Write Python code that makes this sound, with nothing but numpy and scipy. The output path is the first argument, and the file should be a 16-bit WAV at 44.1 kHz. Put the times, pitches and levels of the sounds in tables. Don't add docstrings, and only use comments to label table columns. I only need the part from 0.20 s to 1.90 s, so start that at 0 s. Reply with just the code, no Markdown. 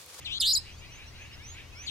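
import sys
import numpy as np
from scipy import signal
from scipy.fft import rfft, irfft
from scipy.io import wavfile
from scipy.ndimage import uniform_filter1d

SR = 44100
rng = np.random.default_rng(int(sys.argv[2]) if len(sys.argv) > 2 else 0)


def file_out(sig):
    cols = np.atleast_2d(sig).T
    lim = np.clip(cols, -1, 1)
    pcm = np.round(lim * 32767).astype(np.int16)
    wavfile.write(sys.argv[1], SR, pcm)


N = 74970
T = np.arange(N) / SR
BIN_HZ = np.fft.rfftfreq(N, 1 / SR)

# frequency in Hz, relative density in dB.
AIR_SPECTRUM_DB = [(25, -3), (45, -0.5), (70, -1.5), (110, -6.5), (150, -11.5), (215, -13.5), (370, -17),
                   (630, -20.5), (1000, -20.5), (1700, -23.5), (2500, -22.5), (3500, -26), (4700, -25),
                   (6300, -25), (7300, -33), (10000, -37), (15500, -42.5)]
# frequency in Hz, left-right correlation.
AIR_COHERENCE = [(40, 0.61), (100, 0.73), (300, 0.46), (700, 0.54), (2000, 0.49), (6000, 0.17),
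                 (14000, 0.59)]
# frequency in Hz, left minus right in dB.
AIR_BALANCE_DB = [(40, 2), (200, -1), (700, 5.5), (1300, 7), (2500, 1), (6000, 1), (14000, -1)]
# frequency in Hz, level in dB.
HUM_TONES = [(79.3, -55.5), (118.6, -59.5)]
# middle in seconds, Gaussian sigma in seconds, centre in Hz, level in dB.
RASP_CALLS = [(0.02, 0.023, 2690, -54), (0.49, 0.032, 2450, -53), (.65, 0.014, 2530, -54.5),
              (0.748, 0.024, 2570, -52.5), (0.814, 0.032, 2370, -54), (1.022, 0.051, 2450, -52.5),
              (1.138, 0.022, 2520, -54), (1.294, 0.045, 3030, -59), (1.39, 0.034, 2650, -50),
              (1.65, 0.021, 2520, -49.5)]
# start and length in seconds, start and end pitch in Hz, level in dB.
SLUR_NOTES = [(.17, .06, 1300, 1450, -62), (.45, .07, 2150, 2750, -58), (.46, .05, 2800, 3300, -58),
              (.60, .06, 2700, 3100, -57), (.61, .07, 2300, 2650, -54), (.61, .06, 3700, 4200, -60),
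              (.67, .07, 2200, 2700, -58), (.68, .06, 2750, 3100, -59), (.76, .09, 2550, 3000, -57),
              (.78, .07, 2300, 2700, -54), (.79, .06, 3650, 4250, -59), (.85, .05, 2500, 3000, -56),
              (.925, .06, 2550, 3150, -57), (.945, .055, 3700, 4350, -57), (.96, .1, 1480, 1950, -60),
              (.99, .05, 2380, 2650, -51), (1.03, .05, 2550, 2850, -58), (1.09, .06, 2480, 3100, -54),
              (1.11, .05, 3700, 4300, -59), (1.16, .06, 2550, 3100, -57), (1.19, .085, 2050, 2700, -54),
              (1.29, .05, 3800, 4300, -61), (1.34, .07, 2150, 2550, -54), (1.35, .07, 1480, 1850, -58),
              (1.52, .035, 2520, 2600, -53), (1.545, .095, 2080, 2700, -52), (1.53, .11, 1250, 1750, -62),
              (1.635, .05, 2250, 2350, -55)]
# start and length in seconds, start, middle and end pitch in Hz,
# level in dB, left minus right in dB.
WHISTLE_NOTES = [(0, 0.048, 6540, 6650, 7030, -64, -11), (0.506, .07, 5620, 6100, 6870, -61, -5),
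                 (0.578, .04, 6800, 6720, 6870, -59.5, -7), (0.695, .105, 5600, 6120, 7100, -55.5, -2),
                 (0.856, .055, 5580, 5780, 5440, -57.5, -4), (0.967, 0.11, 5750, 6320, 7000, -60, -3),
                 (1.12, 0.045, 4860, 5270, 4780, -53, -3), (1.217, 0.15, 5030, 6370, 7060, -49.5, -3.5),
                 (1.539, .16, 4860, 6010, 7190, -49, -4)]
# start in seconds, gain in dB, pitch factor.
SECOND_CHIRPS = [(.047, -36.5, 0.97), (1.664, -35, 1.055)]
# time into the chirp in seconds, pitch in Hz before the factor, relative level in dB.
SECOND_CONTOUR = [(0, 4710, -11), (.004, 4410, -6.5), (.015, 3493, 2), (.032, 2940, 0), (.05, 2820, -3.5),
                  (.083, 3323, 4), (.128, 3865, 1), (.137, 3730, 3), (.143, 3900, -29)]
SECOND_HARMONICS_DB = [-16, -25]
# time in seconds, pitch in Hz.
NEAR_PITCH_HZ = [(.195, 4900), (.204, 5080), (.211, 4100), (.219, 3800), (.231, 3280), (.242, 3280),
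                 (.252, 3650), (.278, 4330), (.322, 4600), (.3325, 5400), (.333, 7050), (.341, 6980),
                 (.3475, 6600), (.348, 5400), (.358, 4220), (.365, 3900), (.370, 4000), (.375, 4950),
                 (.381, 5130), (.392, 4950)]
# time in seconds, level in dB before EQ.
NEAR_LEVEL_DB = [(.194, -63), (.196, -55), (.2005, -35), (.2025, -24), (.212, -27.5), (.252, -28.5),
                 (.275, -24), (.318, -24.5), (.328, -24), (.3325, -32), (.336, -22), (.341, -22),
                 (.3475, -32), (.351, -21), (.362, -28.5), (.375, -25), (.385, -30), (.393, -55)]
# time in seconds, pitch swing of the trill in Hz.
NEAR_SWING_HZ = [(.204, -1.5), (.209, 466), (.24, 469), (.27, 569), (.318, 625), (.331, 202), (.334, -2)]
# time in seconds, harmonics 2 and 3 in dB re the fundamental, before EQ.
NEAR_HARMONICS_DB = [(.2, -12, -42), (.211, -2.5, -8.5), (.219, -5, -14.5), (.235, -17.5, -25),
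                     (.26, -11, -20), (.29, -15, -16.5), (.32, -14, -18), (.337, -25, -47),
                     (.351, -18.5, -23), (.366, -1, -11), (.378, -17.5, -40)]
# frequency in Hz, gain in dB.
NEAR_EQ_DB = [(2300, -10), (2850, 2.5), (5100, -1), (5900, -7.5), (6800, 1), (12300, 1.5), (13800, -6.5),
              (15500, -14)]
# frequency in Hz, left minus right in dB.
NEAR_BALANCE_DB = [(3000, -1.5), (4100, 0.5), (5200, -1.5), (6700, 10.5), (8000, 10), (8650, 2),
                   (9400, -21), (10300, -2), (11400, 6), (12700, 8), (14000, -4)]
# frequency in Hz, left phase lead in radians.
NEAR_LEAD_RAD = [(3000, 0.15), (5000, -0.3), (6900, 0.5), (7900, -2.23), (9400, -2), (10300, -2),
                 (11500, -5), (14000, -6)]
# delay in seconds, left gain, right gain.
ROCK_TAPS = [(.0019, 0.1, -0.15), (.0043, -0.13, 0.11), (.0072, 0.079, 0.23)]
# frequency in Hz, gain in dB.
TAIL_EQ_DB = [(2000, -1), (5000, -3.5), (6800, -12.5), (8000, -8), (10000, -6), (11800, -24)]


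def amp(db):
    return 10 ** (np.asarray(db) / 20)


def unit_rms(x):
    return x / np.sqrt(np.mean(x ** 2) + 1e-20)


def at_time(rows, t, column=1):
    rows = np.array(rows)
    return np.interp(t, rows[:, 0], rows[:, column])


def at_freq(rows, hz=BIN_HZ):
    row_hz, value = np.transpose(rows)
    return np.interp(np.log(hz + 1), np.log(row_hz + 1), value)


def pan(db):
    gains = np.array([amp(db / 2), amp(-db / 2)]).reshape(2, -1)
    return gains / np.sqrt(np.mean(gains ** 2, axis=0))


def place(x, pan_db, lead_s):
    shift = np.exp(1j * np.pi * BIN_HZ * lead_s * np.array([[1], [-1]]))
    return irfft(rfft(x) * shift, N) * pan(pan_db)


def wander(rate_hz):
    return unit_rms(irfft(rfft(rng.standard_normal(N)) * np.exp(-(BIN_HZ / rate_hz) ** 2), N))


def scatter(x, t60_s, delay_s):
    taps_per_s = 3000
    t = np.arange(SR // 2) / SR
    taps = rng.choice([-1., 1.], (2, len(t))) * (rng.random((2, len(t))) < taps_per_s / SR)
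    taps *= amp(-60 * t / t60_s) * (t > delay_s)
    taps /= np.linalg.norm(taps, axis=1, keepdims=True)
    return signal.fftconvolve(x, taps, axes=1)[:, :N]


def air(level_db=-50):
    left, independent = rfft(rng.standard_normal((2, N)))
    coherence = at_freq(AIR_COHERENCE)
    right = coherence * left + np.sqrt(1 - coherence ** 2) * independent
    spectrum = np.array([left, right]) * amp(at_freq(AIR_SPECTRUM_DB)) * pan(at_freq(AIR_BALANCE_DB))
    return amp(level_db) * unit_rms(irfft(spectrum, N))


def hum():
    out = np.zeros(N)
    for hz, db in HUM_TONES:
        envelope = amp(db) * np.sqrt(2) * (1 + .25 * wander(18))
        pitch_hz = hz * (1 + .015 * wander(7.6))
        out += envelope * np.sin(2 * np.pi * np.cumsum(pitch_hz) / SR)
    return out * pan(db=2)


def rasps(sigma_octaves=.37):
    out = np.zeros(N)
    for middle_s, sigma_s, hz, db in RASP_CALLS:
        band = np.exp(-.5 * (np.log2((BIN_HZ + 1) / hz) / sigma_octaves) ** 2)
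        envelope = amp(db) * np.exp(-.5 * ((T - middle_s) / sigma_s) ** 2)
        out += envelope * unit_rms(irfft(rfft(rng.standard_normal(N)) * band, N))
    return place(out, pan_db=0, lead_s=.00007)


def note(start_s, length_s, pitches_hz, db, jitter=.011, swell_power=.4):
    on = (T > start_s) & (T < start_s + length_s)
    progress = (T[on] - start_s) / length_s
    shake = unit_rms(uniform_filter1d(rng.standard_normal(N), size=60))[on]
    hz = np.polyval(np.polyfit([0, .5, 1], pitches_hz, 2), progress) * (1 + jitter * shake)
    envelope = np.sqrt(2) * amp(db) * abs(np.sin(np.pi * progress)) ** swell_power
    out = np.zeros(N)
    out[on] = envelope * np.sin(2 * np.pi * np.cumsum(hz) / SR)
    return out


def far_chorus(notes_per_s=65, low_hz=1402, high_hz=4625, rise_ratio=1.17, length_s=.06):
    out = np.zeros((2, N))
    count = int(notes_per_s * N / SR)
    for slot, (offset, pitch, size, side) in enumerate(rng.random((count, 4))):
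        start_s = (slot + offset) / notes_per_s - length_s / 2
        start_hz = low_hz * (high_hz / low_hz) ** pitch
        glide_hz = start_hz * rise_ratio ** np.array([0, .5, 1])
        call = note(start_s, length_s, glide_hz, db=-67.5 + 6 * size)
        out += place(call, pan_db=4 * side, lead_s=.00022 * side)
    return out


def far_slurs(sag=.0056):
    out = np.zeros(N)
    for start_s, length_s, start_hz, end_hz, db in SLUR_NOTES:
        middle_hz = (start_hz + end_hz) / 2 * (1 - sag)
        out += note(start_s, length_s, [start_hz, middle_hz, end_hz], db)
    return place(out, pan_db=2, lead_s=.00011)


def high_whistles():
    out = np.zeros((2, N))
    for start_s, length_s, *pitches_hz, db, pan_db in WHISTLE_NOTES:
        call = note(start_s, length_s, pitches_hz, db, jitter=.004, swell_power=1.1)
        out += place(call, pan_db, lead_s=.000035)
    return out


def rock_echoes(near, second):
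    first = sum(np.roll(near, round(delay_s * SR), axis=1) * np.array([[left], [right]])
                for delay_s, left, right in ROCK_TAPS)
    send = near + amp(-7) * second
    tail = scatter(send, t60_s=.5, delay_s=.032)
    tail_eq = amp(at_freq(TAIL_EQ_DB, np.fft.rfftfreq(2 * N, 1 / SR)))
    tail = irfft(rfft(tail, 2 * N) * tail_eq)[:, :N]
    return first + amp(-7) * scatter(send, t60_s=.08, delay_s=.001) + amp(-19) * tail


def syrinx(start_s, pitch_hz, swing_hz, harmonics_db, trill_hz, throb, throb_lead_rad,
           jitter, crest_sharpness, flash_depth, slowing_hz_per_s=174):
    age_s = np.clip(T - start_s, 0, .5)
    rate_hz = (trill_hz - slowing_hz_per_s * age_s) * (1 + .022 * wander(300)) * (T > start_s)
    trill_rad = 2 * np.pi * np.cumsum(rate_hz) / SR
    depth = swing_hz / swing_hz.max()
    bend_hz = swing_hz * (np.cos(trill_rad) + crest_sharpness * np.cos(2 * trill_rad))
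    rough_hz = pitch_hz * (1 + jitter * (.29 + depth) * wander(2200))
    phase = 2 * np.pi * np.cumsum(rough_hz + bend_hz) / SR
    flash = np.exp(-flash_depth * depth * np.cos(trill_rad))
    flash /= np.sqrt(np.i0(2 * flash_depth * depth))
    overtones = sum(amp(db) * np.sin(k * phase) * (k * pitch_hz < SR / 2)
                    for k, db in enumerate(harmonics_db, 2))
    tremolo = 1 + throb * depth * np.cos(trill_rad + throb_lead_rad)
    flutter = 1 + .038 * wander(800)
    return np.sqrt(2) * (np.sin(phase) + flash * overtones) * tremolo * flutter


def second_nightjar(cutoff_hz=8600):
    out = np.zeros(N)
    for start_s, db, pitch_factor in SECOND_CHIRPS:
        age_s = T - start_s
        pitch_hz = pitch_factor * at_time(SECOND_CONTOUR, age_s)
        swing_hz = 540 * np.clip((age_s - .005) / .01, 0, 1)
        voice = syrinx(start_s, pitch_hz, swing_hz, SECOND_HARMONICS_DB, trill_hz=230, throb=.38,
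                       throb_lead_rad=.28, jitter=.018, crest_sharpness=.2, flash_depth=1.14)
        on = (age_s > 0) & (age_s < SECOND_CONTOUR[-1][0])
        out += voice * amp(db + at_time(SECOND_CONTOUR, age_s, column=2)) * on
    dulled = signal.sosfilt(signal.butter(4, cutoff_hz, fs=SR, output="sos"), out)
    return place(dulled, pan_db=7, lead_s=.00013)


def near_nightjar():
    harmonics_db = [at_time(NEAR_HARMONICS_DB, T), at_time(NEAR_HARMONICS_DB, T, column=2), -25]
    voice = syrinx(start_s=.2008, pitch_hz=at_time(NEAR_PITCH_HZ, T), swing_hz=at_time(NEAR_SWING_HZ, T),
                   harmonics_db=harmonics_db, trill_hz=223.4, throb=.2, throb_lead_rad=.5,
                   jitter=.014, crest_sharpness=.05, flash_depth=.41)
    on = (T > NEAR_LEVEL_DB[0][0]) & (T < NEAR_LEVEL_DB[-1][0])
    voice *= amp(at_time(NEAR_LEVEL_DB, T)) * on
    spectrum = rfft(voice) * amp(at_freq(NEAR_EQ_DB))
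    shift = np.exp(1j * at_freq(NEAR_LEAD_RAD) * np.array([[.5], [-.5]]))
    return irfft(spectrum * pan(at_freq(NEAR_BALANCE_DB)) * shift, N)


def scene():
    near, second = near_nightjar(), second_nightjar()
    far = far_slurs() + far_chorus() + rasps()
    whistles = high_whistles()
    echoes = rock_echoes(near, second)
    echoes += amp(-9) * scatter(far, t60_s=.2, delay_s=.0037)
    echoes += amp(-5.5) * scatter(whistles, t60_s=.053, delay_s=.00099)
    return air() + hum() + far + whistles + echoes + second + near


def record(dry):
    cutoff_hz = 15750
    lowpass = signal.firwin(511, cutoff_hz, window=("kaiser", 9), fs=SR)
    return signal.oaconvolve(dry, lowpass[None], "same")


dry = scene()
out = record(dry)
file_out(out)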